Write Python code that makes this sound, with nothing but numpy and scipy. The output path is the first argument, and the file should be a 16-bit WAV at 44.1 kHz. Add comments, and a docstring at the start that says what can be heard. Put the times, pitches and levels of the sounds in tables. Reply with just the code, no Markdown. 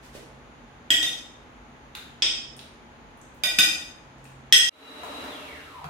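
"""Spoons on china, then a food processor

Two steel spoons clink on a china plate in a hard, echoing kitchen, with light ticks between blows.
The meal cuts off in the ring of the last blow; a food processor fades in, is switched off and coasts.
One speed drives its whine, churning and air; slowing, it passes through resonances of its housing."""
import sys
import numpy as np
from scipy import signal
from scipy.fft import rfft, irfft, next_fast_len
from scipy.io import wavfile
from scipy.ndimage import uniform_filter1d

SR = 44100
rng = np.random.default_rng(int(sys.argv[2]) if len(sys.argv) > 2 else 0)


def inscribe(sig):
    """Save sig as 16-bit PCM at rate SR to the path in sys.argv[1].

    A 1-D sig is mono; a 2-D sig holds one channel per row.
    Samples are clipped to [-1, 1] before scaling.
    """
    pcm = np.round(np.clip(np.atleast_2d(sig).T, -1, 1) * 32767)
    wavfile.write(sys.argv[1], SR, pcm.astype(np.int16))


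N = 260013
T = np.arange(N) / SR

# Each row: frequency in Hz, left-right correlation of noise.
STEREO_CORRELATION = [(30, 0.97), (120, 0.92), (250, 0.83), (500, 0.75), (1000, 0), (2000, 0.00024),
                      (4000, 0), (12000, 0.081)]
# Reverberation. Each row: frequency in Hz, t60 in seconds.
KITCHEN_DECAY = [(150, 0.11), (600, .75), (1500, 0.55), (3500, 0.51), (7000, 0.56), (11000, 0.46),
                 (15000, 0.26)]
# Background noise. Each row: frequency in Hz, relative density in dB.
ROOM_SPECTRUM = [(25, -52.5), (50, -27.5), (105, -36.5), (270, -35.5), (550, -38.5), (900, -37.5),
                 (2000, -43.5), (3500, -51), (5600, -62), (6700, -54.5), (7600, -71), (10000, -69),
                 (15000, -81)]
# Each row: centre in Hz, width in Hz, level in dB.
APPLIANCE_HUMS = [(48.4, 3.3, -64), (133.8, 1.5, -59), (240.8, 17, -59), (848.4, 13, -63.5)]

# Blade churning and air rush. 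Each row: frequency in Hz, relative density in dB.
CHURN_SPECTRUM = [(110, -55), (180, -17.5), (265, -7), (367, -12), (441, -6.5), (524, -12.5), (630, -12.5),
                  (900, -8.5), (1350, -10), (1800, -28), (2340, -38), (3960, -120)]
AIR_SPECTRUM = [(760, -40), (1300, -5.5), (1790, -3), (2890, -5), (3590, -7), (3940, -5.5), (4330, -12),
                (5010, -15.5), (7900, -20.5), (11400, -21), (15500, -31)]
# Each row: centre in Hz, width in Hz, level in dB relative to the churning.
BOWL_RESONANCES = [(281, 24, -8.5), (452, 13, -11.5), (607, 34, -8), (2800, 12, -11.5)]
# The housing boosts the falling whine: centre in Hz, width in Hz, gain in dB.
HOUSING_RESONANCE = (1030, 40, 10)
# The machine rocks on its feet: centre and width as shares of full speed, gain in dB.
ROCKING_RESONANCE = (0.178, 0.014, 22.6)
# Hands and switch. Each row: start in seconds, level in dB, centre in Hz, width in octaves,
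# t60 in seconds.
MACHINE_KNOCKS = [(5.033, -32, 880, 0.5, 0.073), (5.034, -45.5, 8000, .7, 0.034),
                  (5.24, -33.5, 706, 0.64, 0.04), (5.843, -27, 1050, 0.48, .014)]

# Spoon sliding between lips. Each row: peak time in seconds, half length in seconds, level in dB.
LIP_RUBS = [(0.048, 0.024, -57), (0.154, 0.018, -50)]
# Each row: frequency in Hz, relative density in dB.
RUB_SPECTRUM = [(600, -8), (2000, 3.5), (4000, 2), (7000, -2), (11000, -6.5), (15500, -15)]
# Spoons on plate, food and lips. Each row: start in seconds, level in dB, centre in Hz, width in octaves.
SPOON_TICKS = [(.151, -34.5, 540, .45), (1.9508, -31.5, 3680, 0.05), (1.9519, -30, 1900, 1.13),
               (2.095, -50, 3260, 0.055), (2.566, -42, 9130, 0.24), (2.592, -33.5, 3210, .35),
               (3.174, -56.5, 10500, .2), (3.214, -47, 7140, .25), (3.345, -54, 11000, 1),
               (4.182, -57, 5500, 0.43), (4.242, -47.5, 7950, 0.46), (4.253, -43.5, 2500, 0.63)]
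# Labels of the places where the plate is struck.
STRIKE_SPOTS = ["a", "b", "c", "d", "e"]
# Plate and spoon. Each row: frequency in Hz, t60 in seconds before spoon damping,
# then relative level in dB for each strike spot.
CHINA_MODES = [(1493, 0.4, -46, -49, -45.5, -29.5, -39), (1896, 0.22, -29.5, -57, -44, -34.5, -31),
               (1930, 0.46, -30, -51, -60, -28.5, -23), (2413, .35, -53, -61, -57, -21, -38),
               (2502, 0.22, -32.5, -45, -33, -27.5, -29.5), (3045, 0.14, -37, -51, -36, -42, -30),
               (3217, 0.073, -14, -37, -26, -27, -14.5), (3255, 0.071, -16.5, -37, -20.5, -32, -9.5),
               (3350, 0.06, -38.5, -49, -19, -21.5, -15.5), (3623, .21, -38, -24.5, -26.5, -14.5, -25.5),
               (4900, .2, -40, -40, -29.5, -22.5, -45), (4972, 0.39, -37, -42, -36, -22, -31),
               (5290, 0.23, -49, -61, -31, -49, -21.5), (5300, 0.13, -42, -40, -28, -52, -28.5),
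               (6035, .18, -37, -37.5, -36, -43, -23), (6410, .15, -48, -37.5, -66, -24.5, -26.5),
               (7300, 0.11, -31.5, -46, -58, -33.5, -46), (7720, 0.13, -32, -46, -46, -44.5, -45),
               (8045, 0.044, -31, -43, -35, -26.5, -22), (8245, 0.059, -46, -44, -38.5, -50, -23),
               (8357, 0.12, -60.5, -49, -41, -46, -26), (9320, 0.37, -39, -70, -55, -34.5, -33.5),
               (9770, .11, -44, -40.5, -64, -33, -36), (9860, 0.056, -49, -45, -70, -32, -44),
               (10600, 0.072, -62, -49, -50, -29.5, -34), (10530, 0.029, -59, -53, -47, -36.5, -27.5),
               (11530, 0.057, -68, -48, -57, -33.5, -58.5), (12040, .04, -49, -44, -52, -34, -26),
               (13130, .04, -37, -42, -51, -27.5, -63), (13150, .09, -55, -57, -75, -31, -70.5)]
# Steel on glaze. Each row: frequency in Hz, relative density in dB.
CRACK_SPECTRUM = [(150, 10.5), (300, -7.5), (650, -2.5), (1110, -0.5), (1930, 4.5), (2800, 13.5),
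                  (3460, 14.5), (4350, 2), (5140, 8.5), (6500, 2), (8000, 0.5), (8900, -8), (11500, -10.5),
                  (15000, -4.5)]
# Each row: start in seconds, spot, ring gain in dB, crack gain in dB, crack t60 in seconds,
# top frequency in Hz, left over right in dB, table thud in dB, plate knock in dB.
PLATE_BLOWS = [(0.9042, "a", 3, -1, 0.065, 15500, -1, -38.5, -41.5),
               (1.027, "b", 2.5, -7, 0.037, 14500, 0, -44.5, -44.5),
               (2.2216, "c", 3, 0, 0.076, 8300, 0.5, -43, -49),
               (3.4356, "d", -5, -4, .06, 15500, -1.5, -45.5, -36.5),
               (3.5862, "d", 1.5, 3.5, 0.058, 15800, -.5, -36.5, -36),
               (4.5244, "e", 3, 5, 0.033, 11730, 0, -39, -66)]

SCENE_CHANGE_S, FADE_IN_S, SWITCH_OFF_S = 4.694, 0.52, 5.285
WHINE_HZ, WHINE_DB, CHURN_DB, AIR_DB = 3934, -54.5, -41.5, -43   # at full speed


def from_db(db):
    """Decibels to gain."""
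    return 10 ** (np.asarray(db) / 20)


def unit_rms(x):
    """Scale to rms 1."""
    return x / np.sqrt(np.mean(x ** 2) + 1e-20)


def at_hz(points, hz):
    """Interpolate a table over log frequency."""
    points = np.array(points)
    return np.interp(np.log(hz + 1e-9), np.log(points[:, 0]), points[:, 1])


def add(out, start_s, sound):
    """Mix in a stereo sound."""
    i = round(start_s * SR)
    out[:, i:i + sound.shape[1]] += sound[:, :N - i]


def noise(gain_at, size=N):
    """Shaped stereo noise, correlated in the bass."""
    padded = next_fast_len(size)
    hz = np.fft.rfftfreq(padded, 1 / SR)
    mid, side = rfft(rng.standard_normal((2, padded)))
    alike = np.clip(at_hz(STEREO_CORRELATION, hz), -1, 1)
    stereo = np.sqrt((1 + alike) / 2) * mid + np.sqrt((1 - alike) / 2) * side * [[1], [-1]]
    return irfft(stereo * gain_at(hz), padded)[:, :size]


def wash(spectrum):
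    """Steady noise of a given spectrum, rms 1."""
    return unit_rms(noise(lambda hz: from_db(at_hz(spectrum, hz))))


def drone(centre_hz, width_hz):
    """Randomly driven resonance, rms 1."""
    return unit_rms(noise(lambda hz: 1 / (1 + ((hz - centre_hz) / width_hz) ** 2)))


def wavering(hz, depth, rate_hz=70):
    """Tone whose pitch shakes under uneven load, rms 1."""
    shaken_hz = hz * (1 + depth * drone(0, rate_hz)[0])
    return unit_rms(np.sin(2 * np.pi * np.cumsum(shaken_hz) / SR))


def resonance_gain(x, centre, width, gain_db):
    """Bell-shaped boost; 1 far from the centre."""
    return from_db(gain_db / (1 + ((x - centre) / width) ** 2))


def ring(hz, t60_s, level_db, t, scatter_rad=0.63):
    """Struck modes, with a random phase shift per channel."""
    out = 0
    for mode_hz, decay_s, db in np.broadcast(hz, t60_s, level_db):
        phase = 2 * np.pi * mode_hz * t + rng.normal(0, scatter_rad, (2, 1))
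        out = out + from_db(db - 60 * t / decay_s) * np.sin(phase)
    return out


def taps(rows, rise_share=0.0083):
    """Damped contacts: noise bursts with one resonance; longer ones rise more slowly."""
    out, t = np.zeros((2, N)), T[:SR // 4]
    for start_s, level_db, centre_hz, octaves, t60_s in rows:
        burst = noise(lambda hz: 1 / (1 + (np.log2((hz + 1) / centre_hz) / octaves) ** 2), len(t))
        rise = np.minimum(t / (rise_share * t60_s), 1)
        add(out, start_s, unit_rms(burst) * from_db(level_db - 60 * t / t60_s) * rise)
    return out


def room_tone(level_db=-50):
    """Dull background with appliance hum."""
    hum = sum(from_db(db) * drone(hz, width_hz) for hz, width_hz, db in APPLIANCE_HUMS)
    return from_db(level_db) * wash(ROOM_SPECTRUM) + hum


def kitchen(dry, wet_db=5.5, build_s=0.0035, counter_s=0.0041, counter_db=-11):
    """Direct sound, a bounce off the steel counter and a dense tail, longest in the mids."""
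    t = T[:SR]
    hz = np.fft.rfftfreq(SR, 1 / SR)
    white, tail = rfft(noise(np.ones_like, SR)), 0
    log_centres = np.log([row[0] for row in KITCHEN_DECAY])
    for weights, (_, t60_s) in zip(np.eye(len(log_centres)), KITCHEN_DECAY):
        band = irfft(white * np.interp(np.log(hz + 1), log_centres, weights), SR)
        tail = tail + band * from_db(-60 * t / t60_s) * (1 - np.exp(-t / build_s))
    # a diffuse room returns equal energy at every pitch
    spectrum = rfft(tail, 2 * SR)
    smooth_power = uniform_filter1d(np.abs(spectrum) ** 2, size=50)
    response = from_db(wet_db) * irfft(spectrum / np.sqrt(smooth_power))[:, :SR]
    response[:, 0] += 1
    bounce_samples = (counter_s * SR * rng.uniform(.5, 1.5, 2)).astype(int)
    response[[0, 1], bounce_samples] += from_db(counter_db)
    return signal.fftconvolve(dry, response, axes=1)[:, :N]


def motor_speed(drag_tau_s=.43, friction_share=0.11):
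    """Share of full speed: steady until switch-off, then braked by drag and bearing friction."""
    coast_s = np.maximum(T - SWITCH_OFF_S, 0)
    return np.maximum((1 + friction_share) * np.exp(-coast_s / drag_tau_s) - friction_share, 0)


def motor_whine(speed, driven_waver=.007, coast_waver=.07, flutter_db=4, flutter_hz=10):
    """Tone of unsteady level that falls and roughens as the motor slows."""
    hz = WHINE_HZ * speed
    tone = wavering(hz, driven_waver + coast_waver * np.sqrt(1 - speed))
    gain = from_db(WHINE_DB) * speed ** 0.14 * resonance_gain(hz, *HOUSING_RESONANCE)
    flutter = from_db(flutter_db * drone(0, flutter_hz)[0])
    return gain * tone * flutter


def housing(speed, hum_hz=76, hum_db=-57, shudder_hz=148, shudder_floor_db=-62):
    """Constant hum, plus a shudder as the slowing machine rocks on its feet."""
    hum = from_db(hum_db) * drone(hum_hz, width_hz=18)
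    rocking = from_db(shudder_floor_db) * resonance_gain(speed, *ROCKING_RESONANCE)
    return hum + rocking * wavering(shudder_hz, depth=0.1016)


def food_processor():
    """Motor, blade churning in a resonant bowl, air rush, housing and handling knocks."""
    speed = motor_speed()
    whine = motor_whine(speed)
    bowl = wash(CHURN_SPECTRUM)
    bowl += sum(from_db(db) * drone(hz, width_hz) for hz, width_hz, db in BOWL_RESONANCES)
    churn = from_db(CHURN_DB) * speed ** 0.94 * bowl
    air = from_db(AIR_DB) * speed ** 0.7 * wash(AIR_SPECTRUM)
    body = housing(speed)
    return kitchen(whine + taps(MACHINE_KNOCKS)) + churn + air + body


def spoon_handling(tick_t60_s=0.014):
    """Light ticks, and soft swells as a spoon slides between the lips."""
    ticks = taps([(*row, tick_t60_s) for row in SPOON_TICKS])
    swell = sum(from_db(db) * np.exp(-((T - peak_s) / half_s) ** 2) for peak_s, half_s, db in LIP_RUBS)
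    return ticks + swell * wash(RUB_SPECTRUM)


def table_thuds(thud_hz=320, thud_octaves=.27, thud_t60_s=0.08,
                knock_hz=660, knock_octaves=0.2, knock_t60_s=0.098):
    """Each blow drives the plate against the table: a thud and a hollow knock."""
    thuds = [(start_s, db, thud_hz, thud_octaves, thud_t60_s) for start_s, *_, db, _ in PLATE_BLOWS]
    knocks = [(start_s, db, knock_hz, knock_octaves, knock_t60_s) for start_s, *_, db in PLATE_BLOWS]
    return taps(thuds + knocks)


def plate_ring(spot, ring_db, t, t60_scale=0.69, twin_split=0.0057, twin_db=-5):
    """Modes weighted by strike spot; the plate is not quite round, so each beats with a twin."""
    modes = np.array(CHINA_MODES)
    hz = modes[:, 0]
    t60_s = modes[:, 1] * t60_scale   # damped by the resting spoon
    db = modes[:, 2 + STRIKE_SPOTS.index(spot)] + ring_db
    return ring(hz, t60_s, db, t) + ring(hz * (1 + twin_split), t60_s, db + twin_db, t, np.pi)


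def glaze_crack(colour_db, envelope, treble_hz, treble_db=-10.5, bass_cut_hz=220):
    """Steel on glaze: a burst without deep bass, whose treble goes mostly into ringing."""
    def gain_at(hz):
        bass_cut = hz ** 2 / (hz ** 2 + bass_cut_hz ** 2)
        return from_db(colour_db(hz) + treble_db * (hz > treble_hz)) * bass_cut
    return noise(gain_at, len(envelope)) * envelope / np.sqrt(np.sum(envelope ** 2))


def clinks(contact_s=0.00032, drop_at_s=0.011, drop_fade_s=0.0033, drop_db=-4,
           shimmer_modes=70, shimmer_gain_db=-41, shimmer_t60_s=.08):
    """Spoon blows on the plate: a crack, the main modes and a shimmer of weak high modes."""
    out, t = np.zeros((2, N)), T[:SR // 3]
    shimmer_hz = np.linspace(4300, 15300, shimmer_modes) + rng.uniform(-80, 80, shimmer_modes)
    attack = 1 - np.exp(-t / contact_s)
    # the ring is loudest at first, then drops a few dB
    drop = from_db(drop_db * (1 + np.tanh((t - drop_at_s) / drop_fade_s)) / 2)
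    # slow flexing of a small plate moves little air
    radiation = signal.butter(3, 1000, "high", fs=SR, output="sos")
    for start_s, spot, ring_db, crack_db, crack_t60_s, top_hz, pan_db, *_ in PLATE_BLOWS:
        def colour_db(hz):   # crack and shimmer fall steeply above top_hz
            return at_hz(CRACK_SPECTRUM, hz) + crack_db - 10 * np.log10(1 + (hz / top_hz) ** 15)
        tone = plate_ring(spot, ring_db, t)
        shimmer_db = colour_db(shimmer_hz) + shimmer_gain_db + rng.normal(0, 0.88, shimmer_modes)
        shimmer = ring(shimmer_hz, shimmer_t60_s, shimmer_db, t, scatter_rad=np.pi)
        ringing = signal.sosfilt(radiation, attack * drop * (tone + shimmer))
        crack = glaze_crack(colour_db, attack * from_db(-60 * t / crack_t60_s), shimmer_hz[0])
        pan = from_db(pan_db * np.array([[.5], [-.5]]))
        add(out, start_s, (ringing + crack) * pan)
    return out


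def scene(cut_s=.001):
    """The meal, then an abrupt cut from which the food processor fades in."""
    meal = kitchen(clinks() + table_thuds() + spoon_handling()) + room_tone()
    cut = np.clip((T - SCENE_CHANGE_S) / cut_s + .5, 0, 1)
    fade_in = np.interp(T, [SCENE_CHANGE_S, SCENE_CHANGE_S + FADE_IN_S], [from_db(-32), 1])
    return (1 - cut) * meal + cut * fade_in * food_processor()


def record(dry, cutoff_hz=15900):
    """Hard limit at full scale, then a steep low-pass."""
    lowpass = signal.ellip(10, .1, 80, cutoff_hz, fs=SR, output="sos")
    return signal.sosfilt(lowpass, np.clip(dry, -1, 1))


dry = scene()
out = record(dry)
inscribe(out)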